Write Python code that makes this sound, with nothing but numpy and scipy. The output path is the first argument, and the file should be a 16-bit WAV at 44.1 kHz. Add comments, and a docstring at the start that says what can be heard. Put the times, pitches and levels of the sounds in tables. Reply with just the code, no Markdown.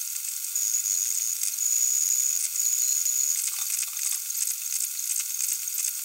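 """The stepper motors of a desktop 3D printer, close up and very bright, singing at a pitch that follows
the speed of the head: fast zigzags fill a layer, then short darts trace outlines.
Each move rattles the rails and each stop jolts the chassis. The carriage knocks, the case thuds,
the nozzle ticks and squeaks on the print, and the filament zips back and forth at the corners.
Behind it two fans whine and hiss, one sagging while the bed heater draws current."""
import sys
import numpy as np
from scipy import signal
from scipy.fft import rfft, irfft
from scipy.io import wavfile

SR = 44100
rng = np.random.default_rng(int(sys.argv[2]) if len(sys.argv) > 2 else 0)


def transcribe(u):
    """Save the signal u as a 16-bit wav file named by the first command-line argument.

    u: samples, shape (n,) or (channels, n), limited to [-1, 1]; the rate is SR.
    q: integer samples, one column per channel.
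    """
    v = np.clip(np.atleast_2d(u).T, -1, 1)
    q = np.round(v * 32767).astype(np.int16)
    wavfile.write(sys.argv[1], SR, q)


N = 266364
TIME = np.arange(N) / SR
BINS = np.fft.rfftfreq(N, 1 / SR)
BAND_LIMIT_HZ = 15830


def amp(db):
    """Decibels to gain."""
    return 10 ** (np.asarray(db) / 20)


def unit(x):
    """Scales to rms 1."""
    return x / np.sqrt(np.mean(x ** 2) + 1e-20)


def add(mix, s, sound):
    """Drops a sound into the mix at time s."""
    part = mix[max(round(s * SR), 0):][:len(sound)]
    part += sound[:len(part)]


def eq_db(eq):
    """Joins EQ points on a log-frequency axis."""
    hz, db = np.transpose(eq)
    return np.interp(np.log(BINS + 1), np.log(hz), db)


def drift(hz):
    """Random modulator of rms 1, rolling off above hz."""
    return unit(irfft(rfft(rng.standard_normal(N)) / (1 + (BINS / hz) ** 4), N))


def ring(x, eq):
    """Minimum-phase EQ: resonances ring after what excites them."""
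    log_gain = np.log(amp(eq_db(eq)))
    mirrored = np.r_[log_gain, log_gain[-2:0:-1]]
    response = np.exp(np.conj(signal.hilbert(mirrored)))[:len(BINS)]
    return irfft(rfft(x) * response, N)


def enclosure(x, wet_db, t60):
    """Quick, dense reflections between the printer's walls."""
    t = np.arange(SR // 5) / SR
    taps = rng.standard_normal(len(t)) * np.exp(-np.log(1000) * t / t60) * (t > .001)
    return x + amp(wet_db) * signal.fftconvolve(x, taps / np.linalg.norm(taps))[:N]


# case resonances: f/Hz, width/Hz, gain/dB
CASE_MODES = [(1194, 160, 8), (1475, 365, 11.5), (2137, 340, 11.5), (2552, 353, 11), (3594, 173, 7.5),
              (4437, 250, 8.5), (4930, 410, 5.5), (5760, 570, 8), (6653, 690, 9.5), (8230, 130, 11),
              (9000, 350, 5.5), (11000, 2500, -1.5), (13500, 270, -1), (13850, 430, 4.5), (15540, 590, 3)]
def case_noise(eq, panels=()):
    """EQ'd noise of rms 1, coloured by the case and any ringing panels."""
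    peaks_db = sum(db / (1 + (2 * (BINS - hz) / width) ** 2) ** 1.41
                   for hz, width, db in [*CASE_MODES, *panels])
    return unit(irfft(rfft(rng.standard_normal(N)) * amp(eq_db(eq) + peaks_db), N))


# airflow EQ: f/Hz, gain/dB
HISS_EQ = [(130, -58), (270, -32.5), (500, -25), (750, -27.5), (1000, -21.5), (1800, -21.5), (3200, -9),
           (4000, -8), (5500, -5), (7500, 4), (10000, -0.5), (16000, 2)]
# airflow fader ride, before trim: t/s, level/dB
HISS_RIDE = [(0.0, -37), (1.6, -36.5), (1.8, -37), (3.67, -36), (3.85, -37.5), (6.04, -36.5)]
def fan_hiss(trim_db=4, flicker_db=1.76):
    """A bed of air, blown through the case by the fans."""
    ride_db = np.interp(TIME, *np.transpose(HISS_RIDE))
    return amp(ride_db + trim_db + flicker_db * drift(hz=190)) * case_noise(HISS_EQ)


# blade rate of the cooling fan: t/s, f/Hz
BLADE_RATE = [(0, 1467), (.72, 1466), (.9, 1439), (2.03, 1438), (2.15, 1459), (2.35, 1467), (3.7, 1466),
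              (3.9, 1439), (5.03, 1438), (5.15, 1459), (5.35, 1467)]
# partials of each fan: harmonic, heater-off level/dB, heater-on level/dB
COOLING_PARTIALS = [(1, -66, -69), (5, -52.5, -51), (6, -52, -57), (7, -52.3, -53.3), (8, -55, -60),
                    (9, -61, -55), (10, -48.3, -59)]
NOZZLE_PARTIALS = [(1, -66, -67), (9, -47.8, -47.8)]
def fan_whine(nozzle_hz=1401, flutter_db=2):
    """Two wavering blade tones; the heater's load slows the cooling fan and rebalances the partials."""
    cooling_hz = np.interp(TIME, *np.transpose(BLADE_RATE))
    sag = (cooling_hz.max() - cooling_hz) / np.ptp(cooling_hz)
    whine = np.zeros(N)
    for hz, partials, waver in (cooling_hz, COOLING_PARTIALS, .0004), (nozzle_hz, NOZZLE_PARTIALS, .001):
        phase = 2 * np.pi * np.cumsum(hz * (1 + waver * drift(hz=7.5))) / SR
        for harmonic, off_db, on_db in partials:
            db = off_db + sag * (on_db - off_db) + flutter_db * drift(hz=36)
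            whine += np.sqrt(2) * amp(db) * np.sin(harmonic * phase)
    return whine


# chassis body: f/Hz, gain/dB
CHASSIS_EQ = [(100, -28), (170, -10), (210, -5.5), (250, -9), (340, 1.5), (520, -4.5), (800, -10.5),
              (3000, -42)]
def chassis_hum(fill_jolts, dart_jolts, left_db=-29, right_db=-32, dart_db=-4):
    """Stops jolt the chassis; lopsided zigzag jolts merge into a hum that rises as strokes shorten."""
    zigzag = amp(left_db) * (fill_jolts > 0) - amp(right_db) * (fill_jolts < 0)
    bumps = amp(dart_db) * enclosure(dart_jolts, wet_db=5.5, t60=.11)
    return ring(zigzag + bumps, CHASSIS_EQ)


# rattle EQ: f/Hz, gain/dB
RAIL_EQ = [(130, -53), (260, -44), (500, -16.5), (1000, -28.5), (2000, -9), (4000, -3.5), (5500, 4),
           (7500, 2), (10000, 2.5), (16000, -15)]
def rail_rattle(effort, trim_db, decay_ms, grit_db):
    """Bearings and belt rattle while the head moves, and settle just after."""
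    pole = np.exp(-1000 / (decay_ms * SR))
    shake = signal.lfilter([1 - pole], [1, -pole], effort)
    return amp(trim_db + grit_db * drift(hz=96)) * shake * case_noise(RAIL_EQ)


# clear squeaks: t/s, length/ms, start f/Hz, end f/Hz, level/dB
SQUEAK_CUES = [(.912, 18, 4610, 4220, -43), (.94, 22, 4480, 3980, -40), (1.525, 21, 4450, 4000, -43),
               (2.822, 30, 4350, 4060, -43), (2.851, 117, 4060, 4340, -42), (3.078, 20, 4270, 4140, -38.5),
               (4.305, 25, 4420, 3840, -46), (4.99, 36, 4350, 4080, -49)]
def head_squeaks(flutter_db=2, clear_rad=.28, raspy_rad=1.1, drag_s=(2.6, 5.1), drop_hz=300):
    """The dragging head sticks and slips: clear glides, plus small raspy ones where it rubs hardest."""
    squeaks = np.zeros(N)
    slips = drift(hz=210)
    glides = [(*cue, clear_rad) for cue in SQUEAK_CUES]
    for when, length, pitch, level in rng.random((26, 4)):
        start = drag_s[0] + when * (drag_s[1] - drag_s[0])
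        ms, hz, db = 8 + 16 * length, 4100 + 600 * pitch, -47 + 8 * level
        glides.append((start, ms, hz + drop_hz / 2, hz - drop_hz / 2, db, raspy_rad))
    for start, ms, first_hz, last_hz, db, rasp in glides:
        hz = np.linspace(first_hz, last_hz, int(ms * SR / 1000))
        phase = 2 * np.pi * np.cumsum(hz) / SR + rasp * slips[round(start * SR):][:len(hz)]
        add(squeaks, start, amp(db) * np.sqrt(2 * np.hanning(len(hz))) * np.sin(phase))
    return squeaks * amp(flutter_db * drift(hz=93))


# passes round one sharp corner of the outline: t/s, route in, route out
CORNER_CUES = [(3.4354, "fill", "bounce"), (3.7841, "leap", "bounce"), (4.1092, "curve", "feed"),
               (4.4691, "glide", "feed"), (4.8014, "curve", "feed"), (5.1573, "leap", "bounce"),
               (5.4826, "curve", "feed"), (5.8423, "glide", "feed")]
def at_corners(figure):
    """Repeats a figure, timed from each corner, keeping the cues on that pass's routes."""
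    return [(s + offset, *cue)
            for s, route_in, route_out in CORNER_CUES
            for offset, *cue, routes in figure
            if {"all", route_in, route_out} & set(routes.split())]


def hits(cues, eq, trim_db, attack_ms, t60, panels=()):
    """Each hit briefly rings the dense modes of the case, at its cue level plus the trim."""
    t = np.arange(SR // 5) / SR
    strike = (1 - np.exp(-t * 1000 / attack_ms)) * np.exp(-np.log(1000) * t / t60)
    envelope = np.zeros(N)
    for s, db in cues:
        add(envelope, s, amp(db + trim_db) * strike / strike.max())
    return envelope * case_noise(eq, panels)


# bumps on the case: t/s, level/dB
THUD_CUES = [(3.517, -44.5), (3.539, -41.5), (3.586, -36.5), (3.612, -35.5), (3.876, -41), (3.931, -44),
             (3.962, -43.5), (4.054, -42.5), (4.123, -38.5), (4.163, -45.5)]
# thud EQ: f/Hz, gain/dB
THUD_EQ = [(60, -25), (250, -30), (550, -12), (830, -3.5), (1200, 2), (1700, -10), (3500, 1), (8000, 6)]
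# panel resonances: f/Hz, width/Hz, gain/dB
PANEL_MODES = [(814, 140, 10.5), (1168, 150, 6.5), (3600, 430, 8)]
def case_thuds():
    """Dull bumps set the panels ringing."""
    return hits(THUD_CUES, THUD_EQ, trim_db=8, attack_ms=.27, t60=.081, panels=PANEL_MODES)


# stray knocks: t/s, level/dB
KNOCK_CUES = [(0.151, -36), (0.2765, -37), (1.0549, -34), (1.197, -37), (2.464, -32.5), (3.563, -31.5),
              (3.7007, -33), (3.7706, -36), (3.9912, -32.5), (4.122, -35.5)]
# corner knocks: offset/s, level/dB, routes
KNOCK_FIGURE = [(-.077, -33.5, "curve fill"), (-.054, -34.5, "leap glide"), (-.042, -34, "all"),
                (.039, -33.5, "feed"), (.041, -29, "bounce"), (.049, -32, "bounce"), (.149, -37, "all")]
# knock EQ: f/Hz, gain/dB
KNOCK_EQ = [(100, -20), (300, -22), (900, -10.5), (1800, -2), (2700, 8.5), (4500, 5), (8000, 12.5),
            (16000, -7.5)]
def carriage_knocks():
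    """The carriage knocks as it turns corners, and here and there between."""
    cues = list(KNOCK_CUES) + at_corners(KNOCK_FIGURE)
    return hits(cues, KNOCK_EQ, trim_db=3.5, attack_ms=.22, t60=.041)


# filament moves: offset/s, level/dB, routes
ZIP_FIGURE = [(-.016, -30.5, "all"), (.046, -27, "feed")]
# zip EQ: f/Hz, gain/dB
ZIP_EQ = [(2000, -52), (6000, -76), (9500, 1), (11500, 5), (13500, 4), (16000, -17.5)]
def filament_zips():
    """Thin zips as filament is pulled back before each corner and fed on after some."""
    return hits(at_corners(ZIP_FIGURE), ZIP_EQ, trim_db=2, attack_ms=2.2, t60=.022)


# nozzle catches: t/s, level/dB
TICK_CUES = [(1.4324, -19), (1.4954, -30), (1.783, -27), (2.089, -22), (2.174, -29), (2.2347, -26),
             (2.2923, -29), (2.3623, -25), (2.616, -21.5), (2.6528, -24.5), (2.7262, -24), (2.7856, -23),
             (2.8196, -23.5), (2.8814, -23.5), (3.0539, -21.5)]
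# tick EQ: f/Hz, gain/dB
TICK_EQ = [(300, -71), (2000, -9.5), (4000, 0), (7000, 8), (10000, 3), (12000, 16.5), (16000, -0.5)]
def nozzle_ticks():
    """Crisp ticks as the nozzle catches on the print."""
    return hits(TICK_CUES, TICK_EQ, trim_db=.5, attack_ms=.33, t60=.011)


# how the frame radiates the motor tone: f/Hz, gain/dB
FRAME_EQ = [(1000, -50.5), (2500, -19), (4000, -32.5), (5000, -5), (5900, -7.5), (6550, 8), (6950, -2),
            (7450, 3), (8250, 6), (9500, -10.5), (11400, 2.5), (13700, -0.5), (16000, -22)]
def stepper(moves, octave_db, shudder_rad, brake_db, attack_ms, ramp_hz_per_ms=2290):
    """Pitch follows each move as it speeds up, cruises and brakes. Returns sound, effort and jolts."""
    tone, effort, jolts = np.zeros((3, N))
    wobble = drift(hz=1220)
    for k, (start, ms, top_hz, db) in enumerate(moves):
        t_ms = np.arange(int(ms * SR / 1000)) * 1000 / SR
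        hz = np.minimum(top_hz, ramp_hz_per_ms * np.minimum(t_ms, t_ms[::-1]))
        phase = 2 * np.pi * (np.cumsum(hz) / SR + rng.random())
        braking = np.clip((t_ms - ms + top_hz / ramp_hz_per_ms + 1) / 2, 0, 1)
        shudder = np.take(wobble, round(start * SR) + np.arange(len(hz)), mode="wrap")
        phase += shudder_rad * braking * shudder  # the braking belt roughens the tone
        octave = amp(octave_db) * np.sin(2 * phase) * (2 * hz < BAND_LIMIT_HZ)
        envelope = np.minimum(t_ms / attack_ms, 1) * amp(db + brake_db * braking)
        add(tone, start, envelope * np.sqrt(2) * (np.sin(phase) + octave))
        add(effort, start, amp(db) * hz / top_hz)
        add(jolts, start + ms / 1000, (-1) ** k * amp([db]))  # stops alternate left and right
    return ring(tone, FRAME_EQ), effort, jolts


# darts to and between patches: t/s, length/ms, cruise f/Hz, level/dB
DART_CUES = [(0.0107, 8.8, 6520, -30), (0.0729, 6.4, 6640, -27.5), (0.1582, 9.8, 9200, -27),
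             (0.283, 9.4, 9400, -26.5), (0.3611, 7.6, 8900, -30), (0.4414, 8.7, 9200, -26.5),
             (0.7356, 7.7, 6860, -25.5), (1.1439, 11, 9000, -26), (1.3649, 4.1, 6800, -20),
             (1.4125, 7, 6400, -27), (1.4314, 8.8, 11600, -23), (1.45, 17, 9840, -25.5),
             (1.4703, 17, 9530, -22), (1.5337, 11, 6560, -32.5), (1.5825, 7.8, 6900, -28),
             (2.3883, 23, 9100, -27.5), (2.4089, 9.3, 8800, -28.5), (2.4235, 20, 9670, -24.5),
             (2.4419, 14.7, 10060, -24), (2.5553, 10, 6840, -25.5)]
# corner darts: offset/s, length/ms, cruise f/Hz, level/dB, routes
DART_FIGURE = [(-.169, 10.5, 6580, -31, "glide leap"), (-.143, 10.5, 6490, -32, "curve"),
               (-.12, 10, 6750, -31, "glide leap"), (-.104, 28, 12060, -32, "glide"),
               (-.104, 27, 16100, -29, "leap"), (-.094, 7.3, 6600, -29, "curve"),
               (-.079, 6, 6750, -22.5, "curve"), (-.065, 9, 9030, -26.5, "all"),
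               (-.05, 9.5, 8910, -24.5, "all"), (-.041, 10, 12000, -27.5, "all"),
               (0, 9.4, 12000, -25, "all"), (.017, 11, 9030, -26.5, "all"), (.032, 9.5, 9030, -24.5, "all"),
               (.063, 9.6, 6640, -35, "feed"), (.108, 7, 6700, -32, "feed")]
def dart_moves(strokes, nudge_ms=7, nudge_hz=7800, nudge_db=-34, spread_db=3):
    """Single chirping moves, plus tiny nudges along curves whenever the head is not filling."""
    moves = list(DART_CUES) + at_corners(DART_FIGURE)
    for when, length, level in rng.random((150, 3)):
        s = when * N / SR
        filling = any(0 <= s - start < ms / 1000 for start, ms, _, _ in strokes)
        if not filling:
            db = nudge_db + spread_db * (2 * level - 1)
            moves.append((s, nudge_ms * (.75 + length / 2), nudge_hz, db))
    return moves


# zigzag patches: t/s, stroke count, first stroke/ms, last stroke/ms, edge curve (1 = straight)
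FILL_PATCHES = [(.553, 4, 16.3, 16.3, 1), (.618, 12, 10.2, 8.3, 1), (.742, 4, 16.4, 16.4, 1),
                (.837, 14, 9.6, 12.8, 3), (.983, 7, 10.7, 8.3, 2), (1.059, 4, 9, 9, 1),
                (1.101, 3, 10, 10, 1), (1.16, 3, 11.5, 9.5, 1), (1.207, 7, 10, 8, 1),
                (1.27, 6, 10.3, 12.2, 1), (1.6027, 33, 16.85, 8.6, 3.27), (2.0982, 20, 16.3, 9.9, 2),
                (2.5754, 30, 16.9, 10.5, 3), (3.0555, 21, 16.44, 9.8, 2.06)]
def fill_strokes(cruise_hz=6875, drive_db=-24, spread_db=3.5, pause_ms=1.5):
    """Zigzag strokes follow the width of each patch, each driving the frame a little differently."""
    strokes = []
    for start, count, first_ms, last_ms, curve in FILL_PATCHES:
        for ms in first_ms + (last_ms - first_ms) * np.linspace(0, 1, count) ** curve:
            db = drive_db + spread_db * rng.uniform(-1.02, 1)
            strokes.append((start, ms - pause_ms, cruise_hz, db))
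            start += ms / 1000
    return strokes


def scene():
    """Mono mix: motors up front, the mechanics around them, fans behind."""
    strokes = fill_strokes()
    fill, fill_effort, fill_jolts = stepper(
        strokes, octave_db=-15, shudder_rad=.35, brake_db=-4, attack_ms=4)
    darts, dart_effort, dart_jolts = stepper(
        dart_moves(strokes), octave_db=-10.5, shudder_rad=2.1, brake_db=2, attack_ms=.79)
    motors = enclosure(fill, wet_db=-20, t60=.08) + enclosure(darts, wet_db=-20, t60=.06)
    hum = chassis_hum(fill_jolts, dart_jolts)
    rattle = rail_rattle(fill_effort, trim_db=-17, decay_ms=6.7, grit_db=3.5)
    rattle += rail_rattle(dart_effort, trim_db=-9, decay_ms=6.9, grit_db=-2.5)
    clatter = carriage_knocks() + case_thuds() + nozzle_ticks() + filament_zips()
    return (motors + hum + rattle + clatter + fan_whine() + head_squeaks() + fan_hiss())[None]


def record(dry, low_cut_hz=205):
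    """A microphone with almost no bass, then a steep high cut."""
    low_cut = signal.butter(N=4, Wn=low_cut_hz, btype="high", fs=SR, output="sos")
    high_cut = signal.firwin(767, BAND_LIMIT_HZ, window=("kaiser", 9), fs=SR)
    return signal.oaconvolve(signal.sosfilt(low_cut, dry), high_cut[None], "same")


dry = scene()
out = record(dry)
transcribe(out)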